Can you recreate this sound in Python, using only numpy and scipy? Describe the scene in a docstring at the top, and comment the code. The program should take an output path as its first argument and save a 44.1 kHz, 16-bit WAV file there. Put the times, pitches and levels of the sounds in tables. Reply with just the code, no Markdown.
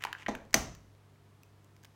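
"""First you hear fingers tap and slide on the rim of a steel mixing bowl full of flour. The hand settles on it
with a hollow clunk, and the bowl chatters on the wooden table. A few faint shell ticks lead in, then comes the
loudest sound, an egg struck once on the rim: the shell snaps, the held bowl rings briefly and the table thuds.
Thumbs pry the shell open with more faint ticks. Everything echoes a little in the kitchen, over the hum of an
appliance."""
import sys
import numpy as np
from scipy import signal
from scipy.fft import rfft, irfft
from scipy.io import wavfile

SR = 44100
rng = np.random.default_rng(int(sys.argv[2]) if len(sys.argv) > 2 else 0)


def output_pcm(signal):
    """Save a mono or channel-first signal as 16-bit PCM at the path in sys.argv[1].

    Samples are clipped to [-1, 1] before scaling.
    """
    pcm = np.clip(np.atleast_2d(signal).T, -1, 1) * 32767
    wavfile.write(sys.argv[1], SR, np.round(pcm).astype(np.int16))


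N = 85995
SHARP_RISE_S = 0.00014  # how quickly a ping, clunk or tap reaches full strength


def amp(db):
    """Turns decibels into a number to multiply a sound by."""
    return 10 ** (np.asarray(db) / 20)


def look_up(points, hz):
    """Reads between the rows of a table, with frequency spaced in octaves."""
    frequencies, values = np.transpose(points)
    return np.interp(np.log(hz + 1), np.log(frequencies + 1), values)


def add(mix, start_s, sound):
    """Mixes a sound in at its start time."""
    part = mix[max(round(start_s * SR), 0):][:len(sound)]
    part += sound[:len(part)]


def shape(noise, tone, brightness=0):
    """Gives noise a tone, tilted by brightness (dB per octave), at an average (rms) strength of 1."""
    hz = np.fft.rfftfreq(len(noise), 1 / SR)
    octaves = np.log2((hz + 1) / 3000)
    gain = amp(look_up(tone, hz) + brightness * octaves)
    shaped = irfft(rfft(noise) * gain, len(noise))
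    return shaped / np.sqrt(np.mean(shaped ** 2) + 1e-20)


def burst(tone, fade_s, brightness=0):
    """A click of dying noise. A fade time is how long a sound takes to drop by 60 dB."""
    t = np.arange(SR // 20) / SR
    return shape(rng.standard_normal(len(t)), tone, brightness) * amp(-60 * t / fade_s)


def ring(notes, rise_s):
    """A struck object's own notes swell, then fade; every other one starts by swinging the other way."""
    t = np.arange(SR) / SR
    waves = sum((-1) ** k * amp(db - 60 * t / fade_s) * np.sin(2 * np.pi * hz * t)
                for k, (hz, db, fade_s) in enumerate(notes))
    return waves * np.minimum(t / rise_s, 1)


# the shell giving way on the rim (time [s], level [dB])
SNAPS = [(0.5421, -16), (0.5432, -16.5), (0.5456, -22.5)]
# tone of a snap (frequency [Hz], relative level [dB])
SNAP_TONE = [(60, -21.5), (220, 2), (480, -18), (750, -3), (1200, -6), (1950, 2.5), (2800, -6.5),
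             (3700, -5.5), (4500, -3), (6300, 1.5), (8000, -5), (11500, -12), (15500, -11.5)]
# small ticks of the shell (time [s], level [dB], fade time [s], brightness [dB per octave])
SHELL_TICKS = [(0.4522, -56.5, 0.0053, -3.5), (0.5078, -50.5, 0.0091, -3.5), (0.5303, -41.5, 0.035, -3),
               (0.5322, -46, 0.0077, -11), (0.7500, -45.5, 0.012, -0.5), (0.9505, -50.5, 0.0057, -5.5),
               (1.4335, -45, 0.0048, 7.5), (1.6450, -55, 0.0098, 8), (1.7655, -55.5, 0.0078, -3),
               (1.8313, -57.5, 0.015, 1), (1.836, -51.5, 0.0098, 1.5), (1.8473, -43.5, 0.0086, -1),
               (1.851, -48, 0.014, -1), (1.868, -68, .008, -7)]
# tone of a shell tick (frequency [Hz], relative level [dB])
SHELL_TONE = [(200, -20.5), (900, -7), (1700, 2), (3500, -4.5), (7000, 0), (10000, -14), (15000, -9.5)]
# the shell's own short ring as it splits (time [s], level [dB], pitch [Hz])
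SHELL_PINGS = [(1.434, -50, 2546), (1.1582, -59.5, 2202), (1.7655, -64, 2200), (1.8382, -51, 1600),
               (1.8469, -50.5, 1506), (1.8520, -52.5, 1650)]

def egg():
    """A few faint ticks come just before the shell breaks in a quick run of snaps; more ticks and pings follow
    as it is pulled apart."""
    out = np.zeros(N)
    for start_s, db in SNAPS:
        add(out, start_s, amp(db) * burst(SNAP_TONE, fade_s=0.012))
    for start_s, db, fade_s, brightness in SHELL_TICKS:
        add(out, start_s, amp(db) * burst(SHELL_TONE, fade_s, brightness))
    for start_s, db, hz in SHELL_PINGS:
        add(out, start_s, ring([(hz, db, 0.011)], SHARP_RISE_S))  # one note, gone in 11 ms
    return out


# blows on the bowl (time [s], body level [dB], rim level [dB], table level [dB], contact time [s])
BLOWS = [(0.2832, -27.5, -46, -56, .002), (0.2880, -45.5, -40.5, -64, 0.0023),
         (0.3515, -48.5, -58.5, -55, 0.0025), (0.5423, -25.5, -14.5, -35.5, .0004)]
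# low notes of the filled bowl (pitch [Hz], relative level [dB], fade time [s])
BODY_NOTES = [(210, -8, .2), (251, -7, .24), (285, -11, .16), (333, -13, .22), (486, -9, .08),
              (560, -14, .1), (668, 1, .045), (820, -9, .09), (1005, -12, .08), (1205, -7, .03)]
# high notes of the rim, cut short by the hand (pitch [Hz], relative level [dB], fade time [s])
RIM_NOTES = [(1390, -12, .03), (1915, 2, .015), (2305, -12, .035), (2650, -16, .03), (3203, -12, .024),
             (4465, -5, .014), (5490, -6, .014), (6097, -2, .037), (6425, -2, .028), (6980, -10, .033),
             (8300, -14, .017)]
# deep notes of the wooden table (pitch [Hz], relative level [dB], fade time [s])
TABLE_NOTES = [(47, -14, .7), (57, -7, .85), (84, -10, .55), (119, -5, .42), (134, -7, .38), (212, -12, .3),
               (251, -10, .3)]

def bowl():
    """The soft hand and the hard egg shake the bowl's body, its rim and the table by different amounts."""
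    out = np.zeros(N)
    for start_s, body_db, rim_db, table_db, contact_s in BLOWS:
        body = amp(body_db) * ring(BODY_NOTES, contact_s)
        rim = amp(rim_db) * ring(RIM_NOTES, contact_s)
        thud = amp(table_db) * ring(TABLE_NOTES, rise_s=0.025)
        add(out, start_s, body + rim + thud)
    return out


# tone of the clunk under the palm (frequency [Hz], relative level [dB])
PALM_TONE = [(200, -9.5), (270, 0.5), (335, -6.5), (490, -0.5), (670, 0), (820, -8), (1200, -14.5)]

def palm(start_s=0.2832, db=-34, fade_s=0.05):
    """The landing palm sounds the bowl's low notes, which die quickly under it: a hollow clunk."""
    out = np.zeros(N)
    notes = [(hz, look_up(PALM_TONE, hz), fade_s) for hz, _, _ in BODY_NOTES]
    add(out, start_s, amp(db) * ring(notes, SHARP_RISE_S))
    return out


# fingers meeting the rim (time [s], level [dB], pitch [Hz], fade time [s],
# tick level compared with the tap [dB], tick brightness [dB per octave])
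TAPS = [(0.0227, -47, 1933, 0.012, 6, 2.5), (0.0244, -39.5, 2407, .008, -21, 5),
        (0.0381, -23.5, 1950, 0.007, -5.5, 0.5), (0.0503, -25.5, 910, 0.019, -4, -1),
        (0.0695, -37, 1823, 0.014, -10.5, 0), (0.1288, -28.5, 1650, 0.012, -5.5, 0.5),
        (0.1497, -36, 1618, 0.018, -18.5, -2.5), (0.2226, -43.5, 2000, 0.0093, -11.5, -1.5),
        (0.2629, -27.5, 1869, 0.012, -15, -4.5), (0.2666, -23.5, 1899, 0.0061, -18, -3),
        (0.3510, -32.5, 1600, 0.0084, -3, 0.5)]
# notes of a tap (pitch [times the tap's], relative level [dB], fade time [times the tap's])
TAP_NOTES = [(.87, 2, 0.47), (1.01, 4, 1.0), (1.24, -4, 0.92), (1.62, -6, 0.75)]
# tone of a tap's tick (frequency [Hz], relative level [dB])
TICK_TONE = [(100, -17.5), (900, 4), (2900, 3), (4000, -7.5), (7000, -11), (10000, -20.5), (13000, -14),
             (16000, -22.5)]

def finger_taps(tick_fade_s=0.016):
    """Each finger meets the steel with a tick and a short, hollow ring."""
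    out = np.zeros(N)
    for start_s, db, hz, fade_s, tick_db, brightness in TAPS:
        notes = [(hz * ratio, note_db, fade_s * share) for ratio, note_db, share in TAP_NOTES]
        add(out, start_s, amp(db) * ring(notes, SHARP_RISE_S))
        add(out, start_s, amp(db + tick_db) * burst(TICK_TONE, tick_fade_s, brightness))
    return out


# skin sliding on the steel (time [s], length [s], level [dB], brightness [dB per octave])
SLIDES = [(0.0, 0.044, -54.5, -0.5), (0.044, .09, -56, -3.5), (0.174, 0.074, -53, 0.5)]
# tone of a slide (frequency [Hz], relative level [dB])
SLIDE_TONE = [(100, -22), (280, -3.5), (550, -11), (900, -4.5), (1800, 2), (2900, -2), (4200, -16),
              (6500, -14), (10000, -27), (16000, -35.5)]

def finger_slides(slips_per_s=1500):
    """Skin moves over steel in many tiny, random slips that blur into a soft rub."""
    out = np.zeros(N)
    for start_s, length_s, db, brightness in SLIDES:
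        slips = rng.standard_normal(N) * (rng.random(N) < slips_per_s / SR)
        rub = shape(slips, SLIDE_TONE, brightness)
        stroke = signal.windows.tukey(int(length_s * SR), 0.4)  # fades in, holds, fades out
        add(out, start_s, amp(db) * stroke * rub[:len(stroke)])
    return out


# the bowl knocking on the table (time [s], level [dB], brightness [dB per octave])
KNOCKS = [(0.2832, -31, -1.5), (0.2876, -32.5, 0), (0.2938, -36, -0.5), (0.2995, -37.5, -4.5),
          (0.3110, -37.5, -3), (0.3252, -41, -4.5)]
# tone of a knock (frequency [Hz], relative level [dB])
KNOCK_TONE = [(100, -15.5), (190, -8), (280, 5), (390, -4), (500, 8), (720, 6), (1000, 4.5), (1300, -9),
              (1950, 2.5), (2800, -9.5), (4000, -8.5), (5000, -15.5), (6300, -10), (8000, -22.5),
              (15000, -38.5)]

def bowl_chatter(fade_s=0.03, echo_db=3):
    """As the hand lands, the bowl's base rattles on the wood, dying away; each knock has its own echo."""
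    out = np.zeros(N)
    for start_s, db, brightness in KNOCKS:
        knock = np.zeros(N)
        add(knock, start_s, amp(db) * burst(KNOCK_TONE, fade_s, brightness))
        out += knock + amp(echo_db) * kitchen_echo(knock)
    return out


# tone of the egg's crack on its way to the walls (frequency [Hz], relative level [dB])
THROWN_CRACK_TONE = [(60, -9.5), (210, 7.5), (450, -3.5), (700, 8), (1000, 3.5), (1950, 3.5), (3000, -2.5),
                     (4500, -4.5), (5400, -0.5), (6300, 7.5), (7000, 2), (8000, -8), (11000, -10.5),
                     (15500, -13)]

def crack_echo(directions=6, gain_db=-18):
    """The bowl throws the crack in many directions, and each comes back with its own echo."""
    out = np.zeros(N)
    crack_s = SNAPS[0][0]
    for _ in range(directions):
        thrown = np.zeros(N)
        add(thrown, crack_s, burst(THROWN_CRACK_TONE, fade_s=0.012))
        out += kitchen_echo(thrown)
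    return amp(gain_db) * out


# how long the kitchen's echo lasts (frequency [Hz], fade time [s])
ECHO_FADES = [(100, 0.91), (300, .45), (1000, 0.45), (2500, .4), (6300, 0.42), (10000, 0.29), (16000, .27)]
# tone of the echo (frequency [Hz], relative level [dB])
ECHO_TONE = [(60, -5), (250, 1), (450, -2.5), (900, -2), (1900, -7), (3500, -7.5), (6300, -7),
             (10000, -9.5), (16000, -9)]

def kitchen_echo(sound, delay_s=0.001, build_s=0.0065):
    """Many bounces off the walls blur into a noisy tail in which the bass lasts longest."""
    hz, t, bands = signal.stft(rng.standard_normal(SR), SR, nperseg=256)
    fade_s = look_up(ECHO_FADES, hz)[:, None]
    tone = amp(look_up(ECHO_TONE, hz))[:, None]
    balance = np.sqrt(2 * np.log(1000) / (fade_s * SR))  # a longer fade adds no extra energy
    bands = bands * tone * amp(-60 * t / fade_s) * balance
    tail = signal.istft(bands, SR, nperseg=256)[1][:SR]
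    swell = np.clip((np.arange(SR) / SR - delay_s) / build_s, 0, 1)
    return signal.fftconvolve(sound, tail * swell)[:N]


# steady notes of the appliance (pitch [Hz], level [dB])
HUM_NOTES = [(66, -78), (100, -63), (133, -80), (147.5, -69.5), (199, -77.5), (399, -78.5), (432, -82),
             (697, -82.5)]
# tone of the still room air (frequency [Hz], relative level [dB])
AIR_TONE = [(15, -70.5), (25, -38), (48, -16), (102, -6.5), (170, -13.5), (317, -11.5), (394, -17),
            (641, -19), (695, -21.5), (754, -20.5), (887, -18), (1520, -24), (16000, -42)]

def hum_and_air(air_db=-66):
    """An appliance hums on a few steady notes over the faint, low rush of the room."""
    t = np.arange(N) / SR
    hum = sum(amp(db) * np.sqrt(2) * np.sin(2 * np.pi * (hz * t + rng.random()))
              for hz, db in HUM_NOTES)
    return hum + amp(air_db) * shape(rng.standard_normal(N), AIR_TONE)


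def scene():
    """Fingers, bowl and egg, each sending its own share of sound into the kitchen's echo."""
    fingers = finger_taps() + finger_slides()
    steel = bowl() + palm()
    shell = egg()
    echo = kitchen_echo(amp(-4.5) * fingers + amp(-12.5) * steel + amp(-5) * shell)
    mix = shell + steel + fingers + echo + bowl_chatter() + crack_echo() + hum_and_air()
    return mix[None]  # one channel


def record(dry):
    """Cuts away the very highest treble, above 16300 Hz."""
    treble_cut = signal.firwin(255, 16300, window=("kaiser", 8), fs=SR)
    return signal.oaconvolve(dry, treble_cut[None], "same")


dry = scene()
out = record(dry)
output_pcm(out)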